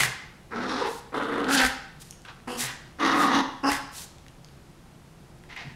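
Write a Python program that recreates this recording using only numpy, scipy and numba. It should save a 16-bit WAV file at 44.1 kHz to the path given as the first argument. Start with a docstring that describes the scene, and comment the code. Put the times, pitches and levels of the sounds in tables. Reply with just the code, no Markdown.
"""Growls in rough bursts from two small dogs play-fighting on a sofa, a couple of metres from the microphone.
Uneven pulses and air through a moving mouth make the growls, which crack into short whines. Chopped noise makes
rattling snorts and hissing nose puffs; the palate slaps. Damped noise bursts click like teeth, lips and claws
and thud on the cushions. The living room rings, over a low steady rumble of filtered noise."""
import sys
import numpy as np
from scipy import signal
from scipy.fft import rfft, irfft, next_fast_len
from scipy.io import wavfile
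from scipy.ndimage import uniform_filter1d, map_coordinates
from numba import njit

SR = 44100
rng = np.random.default_rng(int(sys.argv[2]) if len(sys.argv) > 2 else 0)


def unload_wav(signal):
    """Save mono or channel-first audio to the path in sys.argv[1] as 16-bit WAV at rate SR, clipped to [-1, 1]."""
    wavfile.write(
        sys.argv[1],
        SR,
        np.round(np.clip(np.atleast_2d(signal).T, -1, 1) * 32767).astype(np.int16),
    )


N = 253575
T = np.arange(N) / SR

# Event levels below are before each source's own trim, the room and the microphone.
# growls: start [t/s], length [t/s], attack [t/s], time to bare the teeth [t/s],
#   pitch at start and end before wander [f/Hz], fundamental at start and end [level/dB],
#   mouth [level/dB], snarl [level/dB], swell of mouth and snarl [level/dB], extra effort in mid-growl [level/dB],
#   roughness at start and end [0-1], lip resonance when open [f/Hz], jaw resonance at start and end [f/Hz]
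GROWLS = [ (0.509, 0.37, 0.023, 0.2, 237.6, 272.6, -35.5, -34, -34, -39.5, 1, 0.3, 0.67, 0.4, 3740, 1320, 960),
          (1.122, 0.38, 0.039, 0.045, 285, 273.1, -34, -29.5, -29.5, -39.5, -3.5, -3, 0.72, 0.9, 3000, 1180, 1340),
          (1.48, 0.173, 0.017, 0.055, 281.8, 255.4, -29, -34.5, -27.5, -27, -0.5, 1.5, 0.28, 0.2, 3260, 1240, 1460),
          (2.472, 0.1, 0.0054, 0.025, 249.8, 239, -35.5, -37, -38.5, -41.5, -5.5, 0.5, 0.35, 0.4, 2900, 1160, 1100),
          (2.986, 0.42, 0.042, 0.02, 284.2, 277.2, -31, -25, -25, -33.5, 0, 0.16, 0.6, 0.46, 3410, 1170, 1015),
          (3.631, 0.066, 0.015, 0.04, 279.4, 275, -24, -26, -25, -29.5, 1.5, -0.2, 0.19, 0.29, 4060, 1050, 980),
          ]
# shape of the mouth, one list per growl: [f/Hz], relative [level/dB]
MOUTHS = [
    [(190, -21), (330, 0), (446, -0.5), (625, -8.5), (947, -4), (1030, -9.5), (1750, -8.5), (2100, -11),
     (2600, -17), (3380, -64), (5720, -120)],
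    [(190, -45), (330, -11.5), (458, 3.5), (625, -6), (776, -8.5), (853, -8), (955, -9.5), (1430, -11.5),
     (2600, -14), (3380, -56), (5720, -120)],
    [(190, -57), (330, -27), (454, -2.5), (659, -7.5), (803, 0.5), (1080, -13), (1550, -1.5), (2600, -13.5),
     (3380, -59), (5720, -120)],
    [(190, -33), (330, 4.5), (636, -5), (700, 1), (1460, -9.5), (1990, -9.5), (2600, -9), (3380, -50),
     (5720, -120)],
    [(190, -36), (330, 3.5), (363, -15), (470, -3), (615, -7.5), (1130, -4.5), (1550, -12.5), (1890, -3.5),
     (2230, -13), (2600, -13.5), (3380, -55), (5720, -120)],
    [(190, -19), (330, -1), (535, -8.5), (594, -1.5), (796, -5), (1650, -11), (2190, -21), (2600, -23),
     (3380, -44), (5720, -120)],
]
# upper resonances of each growl behind the bared teeth: [f/Hz], relative [level/dB]
SNARLS = [
    [(1350, -38), (2300, -7.5), (3730, 0), (5160, -1.5), (5570, -1.5), (7360, -14.5), (9810, -18),
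     (14000, -33)],
    [(1350, -50.5), (2300, 3), (2480, 0), (2890, -4.5), (3700, -2.5), (5120, -14.5), (7310, -19),
     (10300, -18.5), (14000, -29)],
    [(1350, -50), (2300, -5), (2950, -5.5), (4080, -4), (4540, -1.5), (11000, -18.5), (14000, -25)],
    [(1350, -44), (2300, -13), (2890, -5), (3540, -18), (4900, -8.5), (5740, -18), (7040, -16),
     (10200, -14.5), (14000, -25)],
    [(1350, -37), (2300, -6), (2890, 2), (3070, -6.5), (3700, -0.5), (5010, -6), (6240, -5.5),
     (7480, -21.5), (10300, -19.5), (14000, -29)],
    [(1350, -32), (2300, -15), (2680, 4), (3360, -23), (4180, -25), (5050, 3.5), (6930, -21), (9520, -17),
     (12700, -27), (14000, -56)],
]
# growl cracking up into a whine: start [t/s], length [t/s], pitch [f/Hz], [level/dB], fade by the end [level/dB]
WHINES = [(0.518, 0.032, 463.4, -36.5, -1), (0.799, 0.091, 464.5, -28, 6.5)]
# snorts: start [t/s], length [t/s], attack [t/s], [level/dB], fade by the end [level/dB], throat [f/Hz]
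SNORTS = [ (0.0, 0.06, 0.0012, -24.5, 4.5, 2040), (0.841, 0.028, 0.02, -35, 2, 1860),
          (1.583, 0.079, 0.015, -23, 12, 1790), (2.248, 0.011, 0.003, -46.5, 0.5, 1360),
          (2.273, 0.028, 0.016, -42.5, 1, 1390), (2.583, 0.12, 0.026, -36, 0, 1890),
          (3.694, 0.067, 0.006, -32, 1.5, 1800), (5.489, 0.047, 0.0092, -45.5, -1.5, 2060),
          (5.559, 0.066, 0.0068, -38, 3.5, 2000), (5.648, 0.061, 0.008, -49.5, 2.5, 1990), ]
# body of air inside the muzzle: [f/Hz], relative [level/dB]
MUZZLE = [(100, -8), (250, -4.5), (450, -1), (850, 2.5), (1400, -0.5), (2000, 0.5), (2600, 2), (4200, -2.5),
          (6000, -10), (9000, -30), (15000, -59)]
# hardest flaps of the palate: [t/s], peak [level/dB]
SLAPS = [(0.0056, -10), (0.0343, -9), (1.603, -13.5), (1.6158, -14.5), (1.6506, -14), (1.6637, -19),
         (3.703, -31), (3.7175, -15), (5.565, -37)]
# puffs through the nose: start [t/s], length [t/s], attack [t/s], [level/dB], fade by the end [level/dB]
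PUFFS = [ (0.0, 0.058, 0.00079, -30, 5.5), (0.834, 0.16, 0.072, -50.5, 2.5), (1.496, 0.078, 0.058, -30, 28),
         (1.606, 0.067, 0.015, -40, -4), (1.995, 0.033, 0.021, -50, 0), (2.04, 0.068, 0.008, -59, 2),
         (2.569, 0.1, 0.045, -32, 9), (3.133, 0.14, 0.1, -40.5, 10), (3.662, 0.12, 0.073, -39, 11),
         (3.916, 0.13, 0.069, -43, 4.5), ]
# hiss of the nostrils: [f/Hz], relative [level/dB]
NOSE = [(1500, -30.5), (2500, 1), (4200, 3.5), (6300, 1.5), (8000, 0.5), (10000, -1), (12000, -2),
        (15500, -6)]
# clicks of teeth, lips and claws: [t/s], peak [level/dB], centre [f/Hz]
CLICKS = [(1.444, -21, 2300), (2.1091, -26.5, 6400), (2.1252, -39, 2580), (2.219, -41, 6860),
          (2.2522, -34.5, 2540), (2.402, -43.5, 2030), (4.184, -40, 3520), (4.265, -40, 1960),
          (4.2829, -37.5, 4230), (4.4463, -35.5, 4670), (4.487, -42.5, 3300), (5.4375, -43, 1970),
          (5.5304, -41, 2000)]
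# thuds on the cushions: [t/s], peak [level/dB], bounce [f/Hz]
PAWS = [(0.009, -28.5, 124.6), (0.037, -35.5, 127), (1.54, -29, 180), (1.629, -31, 57), (2.63, -37, 133),
        (3.708, -36, 67.3), (5.648, -38.5, 142), (5.673, -39.5, 137)]
# padding of the sofa: [f/Hz], relative [level/dB]
CUSHION = [(25, 14), (50, -6.5), (150, -10), (220, -2.5), (400, -25), (1500, -45)]
# what walls and furniture stress or cancel: centre [f/Hz], width [f/Hz], gain [level/dB]
NOOK = [(250, 29, 0.5), (464, 51, 0.5), (600, 66, -6), (783, 29, 1.5), (866, 45, -1), (975, 98, 2),
        (1074, 7.3, 3.5), (1300, 63, 2.5), (1488, 42, 2.5), (1546, 29, 3.5), (2260, 250, -2)]
# decay of the living room: [f/Hz], time to fall 60 dB [t/s]
ROOM_DECAY = [(150, 0.51), (500, 0.47), (1000, 0.65), (2000, 0.68), (5000, 0.61), (10000, 0.33),
              (15000, 0.25)]
# steady rumble: [f/Hz], relative [level/dB]
RUMBLE = [(13, -36), (22, 6), (44, -8.5), (76, -6), (102, -12), (138, -2.5), (233, -12.5), (324, -16.5),
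          (351, -10.5), (382, -18.5), (660, -21), (845, -21.5), (997, -23.5), (1980, -29.5), (15500, -42.5)]
# response of the microphone: [f/Hz], gain [level/dB]
MICROPHONE = [(20, -9.5), (45, 0), (10500, 1.5), (13000, -2.5), (15700, -8)]

RUMBLE_DB = -49.5  # rms ahead of the microphone
TOP_HZ = 15750  # band limit of the microphone
ONSET_DB = 17  # voices and breaths start this far under their full level
VOICE_RELEASE_S = 0.0069  # time constant as the folds stop
LIPS_SHUT_DB, LIPS_SHUT_DROP = 8.5, 0.47  # closed lips muffle the snarl and lower its resonance by this share
JAW_ARCH = 0.15  # the jaw opens widest in mid-growl and lifts its resonance by this share
JAW_WANDER, JAW_WANDER_PER_S = 0.063, 21  # it also works at random: share of its resonance, moves a second
THROAT_SAG = 0.057  # the throat resonance sinks by this share through a snort
WHINE_MUTES_DB = 10  # the fundamental gives way while the folds hold the higher note
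PUFF_MUTES_DB = 3.5  # air let out through the nose is missing at the teeth


def growl(row, mouth, snarl):
    """Slack vocal folds beat unevenly; each closure sends a pulse and a burst of air through the mouth."""
    jitter, drift = 0.15, 0.03  # shares of the pitch at full roughness
    flutter_db, doubling_db, surge_db, quiver_db = 5, 1.0, 1.86, 2.05
    tone_db, mouth_db, snarl_db = -0.66, -1, -3.0  # trims
    mouth_air, snarl_air, closing = 1.28, 3.2, 0.89  # air per roughness; decay of air within a cycle
    jaw_mix, lip_mix = 0.43, 0.62
    (start, length, attack, baring, start_hz, end_hz, low_start_db, low_end_db, mid_db, high_db, swell_db, arch_db,
     rough_start, rough_end, lip_hz, jaw_start_hz, jaw_end_hz) = row
    t, progress, gate = envelope(length, attack, VOICE_RELEASE_S)

    def glide(first, last):
        """Move evenly through the growl."""
        return first + (last - first) * progress

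    rough = np.clip(glide(rough_start, rough_end), 0, 1)
    shut = np.cos(np.pi / 2 * np.minimum(t / baring, 1)) ** 2
    arch = np.sin(np.pi * progress) ** 2
    jaw_motion = 1 + JAW_ARCH * arch + JAW_WANDER * wobble(JAW_WANDER_PER_S, t)
    jaw_hz = glide(jaw_start_hz, jaw_end_hz) * jaw_motion

    push = rough * wobble(30, t)  # unsteady effort lifts loudness and pitch together
    pitch = glide(start_hz, end_hz) * (1 + drift * push + jitter * rough * wobble(300, t))
    cycles = np.cumsum(pitch) / SR
    pulses = unit(np.diff(np.floor(cycles), prepend=0))
    breath = unit(rng.standard_normal(len(t)) * np.exp(-closing * (cycles % 1)))
    flutter = amp(flutter_db * rough * np.tanh(wobble(229.65, t)))  # loose throat tissue shakes the flow
    flutter *= amp(doubling_db * np.cos(np.pi * cycles))  # strong and weak beats alternate

    def flow(share):
        """Mix pulses with a share of turbulent air."""
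        share = np.clip(share, 0, .97)
        return flutter * (np.sqrt(1 - share) * pulses + np.sqrt(share) * breath)

    tone = steady(flutter * np.sin(2 * np.pi * cycles))
    tone *= amp(glide(low_start_db, low_end_db) + tone_db - WHINE_MUTES_DB * during(WHINES, start + t))

    body = shaped(flow(mouth_air * rough), mouth)
    jaw_ring = resonate(body, jaw_hz, 230.0)  # the jaw moves the main resonance
    body = steady(unit(body) + jaw_mix * unit(jaw_ring))

    edge = shaped(flow(snarl_air * rough), snarl)  # a larger share of air in the treble
    lip_ring = steady(resonate(edge, lip_hz * (1 - LIPS_SHUT_DROP * shut), 790.0))
    edge = steady(unit(edge) + lip_mix * unit(lip_ring))
    muffle_db = LIPS_SHUT_DB * shut + PUFF_MUTES_DB * during(PUFFS, start + t)
    edge *= amp(quiver_db * wobble(50.1, t) - muffle_db)  # the lips quiver

    upper = amp(mid_db + mouth_db) * body + amp(high_db + snarl_db) * edge
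    voice = tone + amp(swell_db * (progress - .5)) * upper
    return start, gate * amp(arch_db * arch + surge_db * push) * voice


def whine(row, attack=0.021, release=0.0046, level_db=-1, octave_db=-4.5, jitter=0.056, flutter_db=2):
    """The folds briefly jump to a cleaner, higher note with its octave."""
    start, length, pitch, db, fade_db = row
    t, _, gate = envelope(length, attack, release, fade_db)
    phase = 2 * np.pi * np.cumsum(pitch * (1 + jitter * wobble(248, t))) / SR
    note = unit(np.sin(phase) + amp(octave_db) * np.sin(2 * phase))
    return start, gate * amp(db + level_db + flutter_db * wobble(149, t)) * note


def snort(row, release=0.02, level_db=-1.0, focus=1.1, leak=0.78):
    """A hard rattling breath rings one throat resonance inside the muzzle."""
    start, length, attack, db, fade_db, throat_hz = row
    t, progress, gate = envelope(length, attack, release, fade_db)
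    rattle = flaps(t, rate=91, scatter=.35, closing=6.4, size_db=1)
    flow = rng.standard_normal(len(t)) * (leak + rattle)
    air = shaped(flow, MUZZLE)
    ring = resonate(air, throat_hz * (1 + THROAT_SAG * (.5 - progress)), 256.0)
    return start, gate * amp(db + level_db) * steady(unit(air) + focus * unit(ring))


def slaps(t60=0.014, ring_hz=1990.0, crack_db=-7):
    """The palate snaps open: a crack through the nose that rings the throat."""
    out, t = np.zeros(N), T[:SR // 20]
    for s, db in SLAPS:
        burst = rng.standard_normal(len(t)) * amp(-60 * t / t60)
        ring = resonate(burst, np.full(len(t), ring_hz), 340.0)
        slap = unit(ring) + amp(crack_db) * unit(shaped(burst, NOSE))
        add(out, s, amp(db) * slap / np.abs(slap).max())
    return out


def puff(row, release=0.006, level_db=2.5, leak=0.48, low_db=-11):
    """Air hisses through the nostrils, with a little of the muzzle's hollow tone."""
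    start, length, attack, db, fade_db = row
    t, _, gate = envelope(length, attack, release, fade_db)
    # the palate's rattle grows and fades with the force of the puff
    rattle = gate * flaps(t, rate=65, scatter=0.15, closing=7.7, size_db=2)
    flow = rng.standard_normal(len(t)) * (leak + rattle)
    hiss = unit(shaped(flow, NOSE))
    hollow = unit(shaped(flow, MUZZLE))
    return start, gate * amp(db + level_db) * steady(hiss + amp(low_db) * hollow)


def flaps(t, rate, scatter, closing, size_db):
    """Airflow chopped by the soft palate: sharp openings of random size at an uneven rate in Hz."""
    cycles = rng.random() + np.cumsum(rate * np.exp(scatter * wobble(120, t))) / SR
    sizes = amp(size_db * (2 * rng.random(size=512) - 3))
    return np.exp(-closing * (cycles % 1)) * np.take(sizes, cycles.astype(int), mode="wrap")


def clicks(t60=0.004, damping=0.36):
    """Small hard contacts, each a heavily damped tick; damping is its width as a share of its centre."""
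    out, t = np.zeros(N), T[:SR // 20]
    for s, db, hz in CLICKS:
        burst = rng.standard_normal(len(t)) * amp(-60 * t / t60)
        tick = resonate(burst, np.full(len(t), float(hz)), damping * hz)
        add(out, s, amp(db) * tick / np.abs(tick).max())
    return out


def paws(level_db=-1, t60=0.12, width_hz=20.0):
    """Soft, dull landings, each bouncing the cushion at its own low note."""
    out, t = np.zeros(N), T[:SR // 4]
    for s, db, hz in PAWS:
        push = shaped(rng.standard_normal(len(t)) * amp(-60 * t / t60), CUSHION)
        thud = resonate(push, np.full(len(t), float(hz)), width_hz)
        add(out, s, amp(db + level_db) * thud / np.abs(thud).max())
    return out


def room(x, wet_db, gap=0.003):
    """Direct sound plus a decaying noise tail for the room, drawn anew at each call; gap in s."""
    hz, t, z = signal.stft(rng.standard_normal(SR * 3 // 4), SR, nperseg=256)
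    decay = amp(-60 * t / along(ROOM_DECAY, hz)[:, None])
    tail = signal.istft(z * decay, SR, nperseg=256)[1]
    tail *= 1 - np.exp(-(T[:len(tail)] / gap) ** 2)  # reflections follow the direct sound
    answer = signal.fftconvolve(x, tail / np.linalg.norm(tail))
    answer = amp(wet_db) * shaped(answer, [(250, 1.0), (800, 3.0), (2000, -2), (12000, 0)])
    add(answer, 0, x)
    return answer


def nook(x):
    """Walls and furniture near the sofa stress or cancel narrow bands."""
    return coloured(x, lambda f: sum(db / (1 + (2 * (f - hz) / width) ** 2) for hz, width, db in NOOK))


def low_rumble():
    """Steady noise, weighted to the low end, under the whole scene."""
    return amp(RUMBLE_DB) * unit(shaped(rng.standard_normal(N), RUMBLE))


def amp(db):
    """Decibels to gain."""
    return 10 ** (np.asarray(db) / 20)


def unit(x):
    """Scale to rms 1."""
    return x / np.sqrt(np.mean(x ** 2) + 1e-20)


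def steady(x):
    """Hold the rms near 1 while keeping the fast flutter."""
    return x / np.sqrt(np.abs(uniform_filter1d(x * x, size=1500)) + 1e-12)


def along(points, hz):
    """Read (Hz, value) points on a log axis."""
    f, v = np.transpose(points)
    return np.interp(np.log(hz + 1), np.log(f), v)


def wobble(rate, t):
    """A smooth random curve of rms 1 over the times t, rate knots a second."""
    return unit(map_coordinates(rng.standard_normal(8192), [t * rate], mode="wrap"))


def coloured(x, gain_db):
    """Causal (minimum-phase) filter with a dB gain given as a function of frequency."""
    m = 2 * next_fast_len(len(x) // 2 + 4096)
    cepstrum = irfft(np.log(amp(gain_db(np.fft.rfftfreq(m, 1 / SR))) + 1e-6))
    cepstrum[1:m // 2] *= 2  # fold the cepstrum onto positive times
    cepstrum[m // 2 + 1:] = 0
    return irfft(rfft(x, m) * np.exp(rfft(cepstrum)))[:len(x)]


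def shaped(x, spectrum):
    """Pass x through a fixed body of (Hz, dB) points."""
    return coloured(x, lambda hz: along(spectrum, hz))


@njit
def resonate(x, hz, width_hz):
    """A band-pass resonance whose centre can move."""
    y = np.zeros(len(x))
    r = np.exp(-np.pi * width_hz / SR)
    for i in range(2, len(x)):
        drive = (1 - r) * (x[i] - x[i - 2])
        y[i] = drive + 2 * r * np.cos(2 * np.pi * hz[i] / SR) * y[i - 1] - r * r * y[i - 2]
    return y


def opening(t, duration):
    """Go from 0 to 1 in the given time, fast at first and easing in."""
    return 1 - (1 - np.clip(t / duration, 0, 1)) ** 2


def envelope(length, attack, release, fade_db=0):
    """Attack, a hold that fades as the air runs out, release. Returns times, progress 0-1 and gain."""
    t = T[:int((length + .1) * SR)]
    spent = np.clip((t - attack) / max(length - attack, 1e-3), 0, 1)
    db = ONSET_DB * (opening(t, attack) - 1) - fade_db * spent
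    return t, np.minimum(t / length, 1), amp(db) * np.exp(-np.maximum(t - length, 0) / release)


def during(events, s):
    """1 at the times s at which one of the events sounds, else 0, with soft edges."""
    active = sum(1.0 * ((s > start) & (s < start + length)) for start, length, *_ in events)
    return uniform_filter1d(active, size=900)


def add(track, s, x):
    """Mix x into the track at time s."""
    part = track[max(0, round(s * SR)):][:len(x)]
    part += x[:len(part)]


def scene():
    """The dogs on the sofa, their contacts and the steady rumble."""
    dogs = np.zeros(N)
    calls = [growl(row, mouth, snarl) for row, mouth, snarl in zip(GROWLS, MOUTHS, SNARLS)]
    calls += [whine(row) for row in WHINES]
    calls += [(0, slaps())]
    calls += [snort(row) for row in SNORTS]
    calls += [puff(row) for row in PUFFS]
    for s, sound in calls:
        add(dogs, s, room(sound, wet_db=-6.5))
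    contacts = room(clicks() + paws(), wet_db=-5.5)[:N]
    return (nook(dogs) + contacts + low_rumble())[None]


def record(dry):
    """The microphone softens both ends and keeps nothing above its band limit."""
    m = next_fast_len(N + SR // 4)
    hz = np.fft.rfftfreq(m, 1 / SR)
    response = amp(along(MICROPHONE, hz)) * (hz < TOP_HZ)
    return irfft(rfft(dry, m) * response, m)[:, :N]


dry = scene()
out = record(dry)
unload_wav(out)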